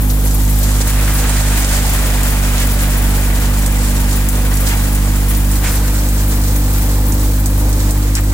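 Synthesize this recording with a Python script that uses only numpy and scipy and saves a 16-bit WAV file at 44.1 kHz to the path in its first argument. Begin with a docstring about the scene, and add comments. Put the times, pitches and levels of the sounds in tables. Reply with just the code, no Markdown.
"""In an open field a crop thresher runs steadily, heard from close by on a hand-held two-port microphone.
Blower blades throb about fifty times a second, as a harmonic series over a low rumble of air and frame.
The drum beats the vines and chaff hisses, as filtered noise; knocks ring sheet-metal modes; stalks snap
and clumps drag through, as short noise bursts. The microphone turns slowly, which glides the delay
between its ports, and its limiter ducks the loudest peaks."""
import sys
import numpy as np
from scipy import signal
from scipy.fft import rfft, irfft, next_fast_len
from scipy.io import wavfile
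from scipy.ndimage import map_coordinates

SR = 44100
rng = np.random.default_rng(int(sys.argv[2]) if len(sys.argv) > 2 else 0)


def generate_wav(sig):
    """Save sig (samples, or channels by samples) to the path in sys.argv[1] as 16-bit PCM at SR."""
    pcm = np.round(np.clip(np.atleast_2d(sig).T, -1, 1) * 32767).astype(np.int16)
    wavfile.write(sys.argv[1], SR, pcm)


N = 367353
FFT_SIZE = next_fast_len(N)


def from_db(db):
    """Level to amplitude: 20 dB is a factor of ten."""
    return 10 ** (np.asarray(db) / 20)


def rms_one(x):
    """Normalisation: equal mean power, rms 1."""
    return x / np.sqrt(np.mean(x ** 2) + 1e-20)


def in_time(rows):
    """Linear interpolation in time: each column at every sample."""
    times, *columns = np.transpose(rows)
    return [np.interp(np.arange(N) / SR, times, column) for column in columns]


def on_grid(points):
    """Interpolation over log frequency: each spectrum column at every FFT bin."""
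    hz, *columns = np.transpose(points)
    log_bins = np.log(np.arange(FFT_SIZE // 2 + 1) * SR / FFT_SIZE + 1)
    return np.array([np.interp(log_bins, np.log(hz), column) for column in columns])


def shaped(x, gain):
    """Zero-phase filtering: each FFT bin is multiplied by a real gain."""
    return irfft(rfft(x, FFT_SIZE) * gain, FFT_SIZE)[..., :N]


def drift(rate_hz):
    """Low-passed random fluctuation: white noise through a double pole, rms 1."""
    step = 40   # samples between control points
    r = np.exp(-2 * np.pi * step * rate_hz / SR)
    noise = rng.standard_normal(N // step + 2002)
    slow = signal.lfilter([1], [1, -2 * r, r * r], noise)[2000:]   # settled part only
    return np.interp(np.arange(N) / step, np.arange(len(slow)), rms_one(slow))


def delayed(x, delay_us):
    """Varying propagation delay: the signal is read late, between samples."""
    return map_coordinates(x, [np.arange(N) - delay_us * SR / 1e6], order=3, mode="nearest")


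def band_noise(hz, octaves, size):
    """Band-limited noise: three independent rows of one band, rms 1 overall."""
    edges = hz * 2 ** (np.clip(octaves, .1, 3) * np.array([-.5, .5]))
    edges = np.clip(edges, 100, .45 * SR)
    band = signal.butter(2, edges, "band", fs=SR, output="sos")
    return rms_one(signal.sosfilt(band, rng.standard_normal((3, size))))


# power share of noise common to both ports: (frequency [Hz], share [0 to 1])
LIKENESS = [(40, 0.96), (160, 1), (450, 0.94), (800, 0.81), (1500, 0.68), (3000, 0.14), (8000, 0.13),
            (15000, 0.059)]


def spread(envelope, spectrum):
    """Partial coherence: noise as rows common, left's own and right's own; rms about the envelope."""
    share = np.clip(on_grid(LIKENESS)[0], 0, 1)
    gain = from_db(on_grid(spectrum)) * np.sqrt([share, 1 - share, 1 - share])
    bins = rng.standard_normal(gain.shape) + 1j * rng.standard_normal(gain.shape)
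    rows = irfft(gain * bins, FFT_SIZE)[:, :N]
    return envelope * rows / np.std(rows[0] + rows[1])


# throb of the blower, before its overtones and drift: (time [s], level [dB])
BLOWER_LEVEL = [(0, -12), (1.5, -10.5), (1.9, -13), (2.7, -12.5), (3.2, -12.5), (4, -12.5), (6, -12.5),
                (7.2, -12), (8.33, -12.5)]
# blade passing rate: (time [s], passes per second [1/s])
BLADE_RATE = [(0, 50.6), (1.1, 50.7), (1.5, 50.2), (1.9, 49.4), (2.3, 49.1), (2.7, 49.1), (3.2, 49.4),
              (5, 49.7), (6.6, 50), (8.33, 50.4)]
# overtones of the throb, which change with the place of the listener, relative to the fundamental:
# (multiple [1], level at start [dB], level midway [dB], level at end [dB])
OVERTONES = [(2, -10.5, -10.5, -7), (3, -14, -14.5, -17), (4, -20, -15, -19), (5, -17, -17, -18.5),
             (6, -24.5, -21, -16), (7, -33.5, -51, -27)]
# radians: overtones trail the trough by PUFF_LAG; each above the fifth is advanced by a further step
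PUFF_LAG, HIGH_ADVANCE = .8, 2.3


def blower():
    """Blade-passing tone: a phase-locked harmonic series with slight jitter in phase and level."""
    (passes_per_s,), (throb_db,) = in_time(BLADE_RATE), in_time(BLOWER_LEVEL)
    phase = 2 * np.pi * np.cumsum(passes_per_s) / SR + 0.061 * drift(7.8)
    progress = np.arange(N) / N
    wave = np.cos(phase)
    for multiple, *levels_db in OVERTONES:
        k = round(multiple)
        # k * pi lines up crests at the trough of the fundamental: overtones 2 to 5 form a puff per pass
        offset = k * np.pi - PUFF_LAG + HIGH_ADVANCE * max(k - 5, 0)
        level_db = np.interp(progress, [0, .5, 1], levels_db) + 1.44 * drift(18.6)
        wave = wave + from_db(level_db) * np.cos(k * phase + offset + 0.07 * k * drift(9.3))
    return np.sqrt(2) * from_db(throb_db + .2 * drift(2.8)) * wave


# relative spectrum of the rumble: (frequency [Hz], density [dB per Hz])
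RUMBLE_SPECTRUM = [(12, -6), (28, -12), (40, -4), (62, -7), (70, -12), (78, 4), (88, -20.5), (140, -17.5),
                   (215, -10.5), (280, -14), (360, -19), (490, -14), (640, -21.5), (900, -20.5),
                   (1150, -24), (2000, -36.5)]


def rumble():
    """Broadband noise of air and frame: a fixed spectrum whose level wanders about -26 dB."""
    return spread(from_db(-26 + 1.27 * drift(2.8)), RUMBLE_SPECTRUM)


# steady load before the clumps: (time [s], drum beating [dB], chaff hiss [dB], fine dust hiss [dB])
FEED = [(0, -33, -32.5, -27), (.62, -31.5, -28.5, -28), (.92, -26.5, -28.5, -25.5),
        (1.35, -22, -22.5, -23.5), (2.5, -26, -29.5, -26.5), (3.3, -27, -30, -27), (3.9, -28.5, -30.5, -28),
        (4.6, -28, -30, -26), (5.05, -29.5, -30.5, -28), (5.3, -29.5, -30, -26), (5.6, -31.5, -31, -27),
        (5.85, -30, -30, -26), (6.55, -31.5, -30.5, -25), (7.45, -33.5, -32.5, -28),
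        (7.9, -33, -31.5, -28.5), (8.33, -33.5, -33, -31.5)]
DRUM_SHARE, DUST_SHARE = .45, 0.32   # part of each clump's extra chaff, in dB, that drum and dust follow


def load():
    """Load-dependent level: drum, chaff and dust in dB swell as each clump goes through."""
    beating_db, chaff_db, dust_db = in_time(FEED)
    t = np.arange(N) / SR
    extra_db = sum(db * np.exp(-(2 * (t - middle) / length) ** 2) for middle, _, length, _, db in CLUMPS)
    return beating_db + DRUM_SHARE * extra_db, chaff_db + extra_db, dust_db + DUST_SHARE * extra_db


# modes of the sheet metal, levels relative to each other: (frequency [Hz], width [Hz], level [dB])
PANELS = [(350, 28, -2), (417, 28, -4.5), (489, 31, -3.2), (598, 28, 2), (716, 47, -2.5), (830, 31, 0),
          (927, 30, 2.5), (1200, 23, -5), (1480, 44, -9), (1654, 33, -8), (1970, 69, 0), (2415, 48, -3)]


def panels(beating_db):
    """Modal resonance: stray knocks ring each mode, which reaches the two ports at its own delay."""
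    out = np.zeros((2, N))
    for hz, width_hz, level_db in PANELS:
        hits = rng.random(N) < 60 / SR   # about 60 knocks per second
        knocks = hits * rng.standard_normal(N) * from_db(1.7 * drift(4.2))
        r = np.exp(-np.pi * np.clip(width_hz, 8, 80) / SR)
        poles = [1, -2 * r * np.cos(2 * np.pi * hz / SR), r * r]
        ring = rms_one(signal.lfilter([1, 0, -1], poles, knocks + 1e-18))
        left_lag = rng.integers(0, 14)   # samples, against 7 on the right
        out += from_db(level_db) * np.array([np.roll(ring, left_lag), np.roll(ring, 7)])
    return from_db(beating_db - 8.5) * rms_one(out)


def rattle(per_s, spread_db, t60, base):
    """Shot noise: power envelope of random hits, each dying 60 dB in t60 s, over a steady base; mean 1."""
    sizes = from_db(spread_db * np.minimum(rng.exponential(1, N), 4))
    hits = (rng.random(N) < per_s / SR) * sizes
    decay = from_db(-120 / (t60 * SR))   # power, so 60 dB is six decades
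    bursts = signal.lfilter([1], [1, -decay], hits + 1e-18)
    return (base + bursts / bursts.mean()) / (base + 1)


# relative spectra of the drum, the chaff and the fine dust: (frequency [Hz], density [dB per Hz])
BEATING_SPECTRUM = [(400, -7.5), (700, -5), (1000, -6), (1500, -2.5), (2200, -5), (3500, -9.5), (6000, -22),
                    (9000, -59)]
CHAFF_SPECTRUM = [(1800, -47), (3000, -8.5), (4500, -4), (7000, -1.5), (9500, -4.5), (12000, -23),
                  (16000, -20)]
DUST_SPECTRUM = [(7000, -18), (9500, 3.5), (11500, 6), (13500, 6.5), (15500, 3), (17000, -12)]


def patter():
    """Shot noise of small bits: dense, widely spread hits."""
    return rattle(250, 11.0, t60=0.12, base=4.2)


def threshing(beating_db, chaff_db, dust_db):
    """Amplitude-modulated noise: drum, chaff and dust share handfuls; each also patters on its own."""
    handfuls = rattle(40, 1.6, t60=0.4, base=2.13)
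    beats = rattle(60, 10.4, t60=0.17, base=5.9)
    beating = spread(from_db(beating_db) * handfuls ** 0.34 * beats ** 0.4, BEATING_SPECTRUM)
    chaff = spread(from_db(chaff_db) * handfuls ** 0.94 * patter() ** 0.55, CHAFF_SPECTRUM)
    dust = spread(from_db(dust_db) * handfuls ** 0.52 * patter() ** 0.9, DUST_SPECTRUM)
    return beating + chaff + dust + snaps() + clumps()


# stalk snaps, level before the crack and decay, balance of the ports' own parts only:
# (time [s], level [dB], band centre [Hz], left minus right [dB])
SNAPS = [(0.1, -26, 5200, 0), (0.273, -26, 7500, 0), (0.416, -29, 12700, 1.5), (0.8031, -34, 6960, -4),
         (1.1189, -28.5, 10500, -3), (1.2935, -21, 8240, -9), (1.413, -24, 7760, -5),
         (1.5873, -26, 9780, 5), (2.232, -20.5, 9860, 7), (2.581, -24, 5110, -0.5), (2.671, -26, 12600, 9),
         (3.5738, -27.5, 8380, 2.2), (3.6616, -21.5, 7960, 3), (4.2881, -17.5, 10800, 4),
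         (4.5392, -26.5, 8380, 5), (4.57, -23.5, 7800, -3), (4.667, -26, 5500, -2),
         (4.9496, -21.5, 12100, -1), (5.514, -25, 8980, 2.5), (6.0874, -23.5, 11100, 2),
         (7.121, -24.5, 8200, -5), (7.195, -32, 7400, 1.2), (7.4588, -20.5, 9300, 2),
         (7.7286, -27.5, 6270, 8), (7.9081, -19.5, 9500, 2), (8.1526, -16, 7250, 6)]
SNAP_OCTAVES, SNAP_T60_S = 1.28, 0.096
CRACK_DB, CRACK_S = 4, 0.0018   # extra level at the onset and its time constant


def snaps():
    """Impulsive fracture: a sharp crack, then a band of noise that decays exponentially, left or right."""
    out, age = np.zeros((3, N + SR)), np.arange(SR // 6) / SR
    shape_db = CRACK_DB * np.exp(-age / CRACK_S) - 60 * age / SNAP_T60_S
    for start, level_db, hz, pan_db in SNAPS:
        sides_db = pan_db * np.array([[0], [.5], [-.5]])
        burst = band_noise(hz, SNAP_OCTAVES, size=len(age))
        out[:, round(start * SR):][:, :len(age)] += from_db(level_db + shape_db + sides_db) * burst
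    return out[:, :N]


# thick clumps dragged through the drum:
# (middle [s], peak level [dB], length [s], band centre [Hz], extra chaff thrown [dB])
CLUMPS = [(0.817, -34, 0.02, 1800, 11), (0.899, -28, 0.033, 1500, 6.5), (2.607, -25, 0.067, 2360, 7.5),
          (4.677, -27.5, .025, 4000, 7), (4.717, -24, 0.062, 2010, 6), (5.667, -23.5, 0.062, 1680, 8),
          (5.721, -31, 0.079, 1490, 2), (8.176, -24.5, 0.047, 1716, 7)]


def clumps():
    """Gaussian-enveloped noise: each clump swells and fades in a throaty band of the drum."""
    out, age = np.zeros((3, N + SR)), np.arange(-SR // 8, SR // 8) / SR
    for middle, level_db, length, hz, _ in CLUMPS:
        swell = from_db(level_db) * np.exp(-(2 * age / length) ** 2) * [[1], [.6], [.6]]
        first = round(middle * SR) - SR // 8
        out[:, first:][:, :len(age)] += swell * band_noise(hz, 1.3, size=len(age))
    return out[:, :N]


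# microphone turning: (time [s], left lag behind right [us], grip [0 first, 1 middle, 2 last])
TURN = [(0, -190, 0), (.6, -150, .1), (.75, -130, .8), (1.1, -70, 1.1), (2, -150, .95), (5.4, -160, 1.1),
        (6, 130, 1.92), (8.33, 130, 2)]
LEFT_RISE_DB = 1.3   # the common part moves to the left port from the middle to the last grip


def at_ports(rows):
    """Interaural-style cues: the common part gets a time and level difference between the ports."""
    common, left, right = rows
    lag_us, grip = in_time(TURN)
    lean = from_db(.5 * LEFT_RISE_DB * np.clip(grip - 1, 0, 1))
    return np.array([lean * delayed(common, lag_us) + left, common / lean + right])


def scene():
    """Superposition of blower, rumble and threshing at the ports, plus the ringing panels."""
    levels_db = load()
    throb = blower() * [[1], [0], [0]]   # wholly common to both ports
    return panels(levels_db[0]) + at_ports(throb + rumble() + threshing(*levels_db))


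def moving_dip(x, hz, width_hz, share):
    """Notch by subtraction: takes a share of a gliding resonance out, block by block."""
    r, out, state = np.exp(-np.pi * width_hz / SR), x.copy(), np.zeros(2)
    zeros = (1 - r * r) / 2 * np.array([1, 0, -1])
    for i in range(0, N, 512):
        poles = [1, -(1 + r * r) * np.cos(2 * np.pi * hz[i] / SR), r * r]
        band, state = signal.lfilter(zeros, poles, x[i:i + 512], zi=state)
        out[i:i + 512] -= min(share, .95) * band
    return out


def limited(wet):
    """Peak limiting: the louder port sets one gain for both, with smoothed attack and steady release."""
    threshold_db, release_db_s, attack_s, ceiling = -3, 68, 0.0013, 1.3
    over_db = np.maximum(20 * np.log10(np.abs(wet).max(axis=0) + 1e-9) - threshold_db, 0)
    ramp_db = release_db_s * np.arange(N) / SR
    held_db = np.maximum.accumulate(over_db + ramp_db) - ramp_db   # falls no faster than the release
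    r = np.exp(-1 / (attack_s * SR))
    wet = wet * from_db(-signal.lfilter([1 - r], [1, -r], held_db))
    return ceiling * np.tanh(wet / ceiling)   # what slips past the attack is rounded off


# colour of the ports: (frequency [Hz], left [dB], right [dB])
PORTS = [(60, -1.17, 0.8), (450, -0.86, 1.5), (900, 0.15, 1.3), (1400, 1, -1), (1940, 2, -0.5),
         (2900, 0.6, 0.7), (3940, 1.5, 3.5), (5630, 0, 1.1), (6420, -1.5, 2.5), (8160, 5, 7), (8900, 5, 3),
         (10300, 5, -2.5), (12600, 5.5, -8), (14000, 7.5, -12), (15700, 9, -20)]
# dips from the hand over the left port: (width [Hz], share taken out [0 to 1])
HAND_DIPS = [(1770, 0.61), (1600, 0.49), (2600, 0.63), (2400, 0.7)]
# their centres before drift, one row per dip: (first grip [Hz], middle grip [Hz], last grip [Hz])
DIP_CENTRES = [(4400, 4000, 3400), (8800, 8350, 7850), (16800, 13250, 10000), (19000, 19000, 13600)]


def record(dry):
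    """Transducer response: port colour, hand dips at the left port, limiter, steep low-pass."""
    wet = shaped(dry, from_db(on_grid(PORTS)))
    grip = in_time(TURN)[1]
    for centres, (width_hz, share) in zip(DIP_CENTRES, HAND_DIPS):
        hz = np.interp(grip, [0, 1, 2], centres) * (1 + 0.0092 * drift(3))
        wet[0] = moving_dip(wet[0], np.minimum(hz, .45 * SR), width_hz, share)
    low_pass = signal.ellip(14, .2, 70, 15850, fs=SR, output="sos")   # ripple dB, stop dB, edge Hz
    return signal.sosfilt(low_pass, limited(wet))


dry = scene()
out = record(dry)
generate_wav(out)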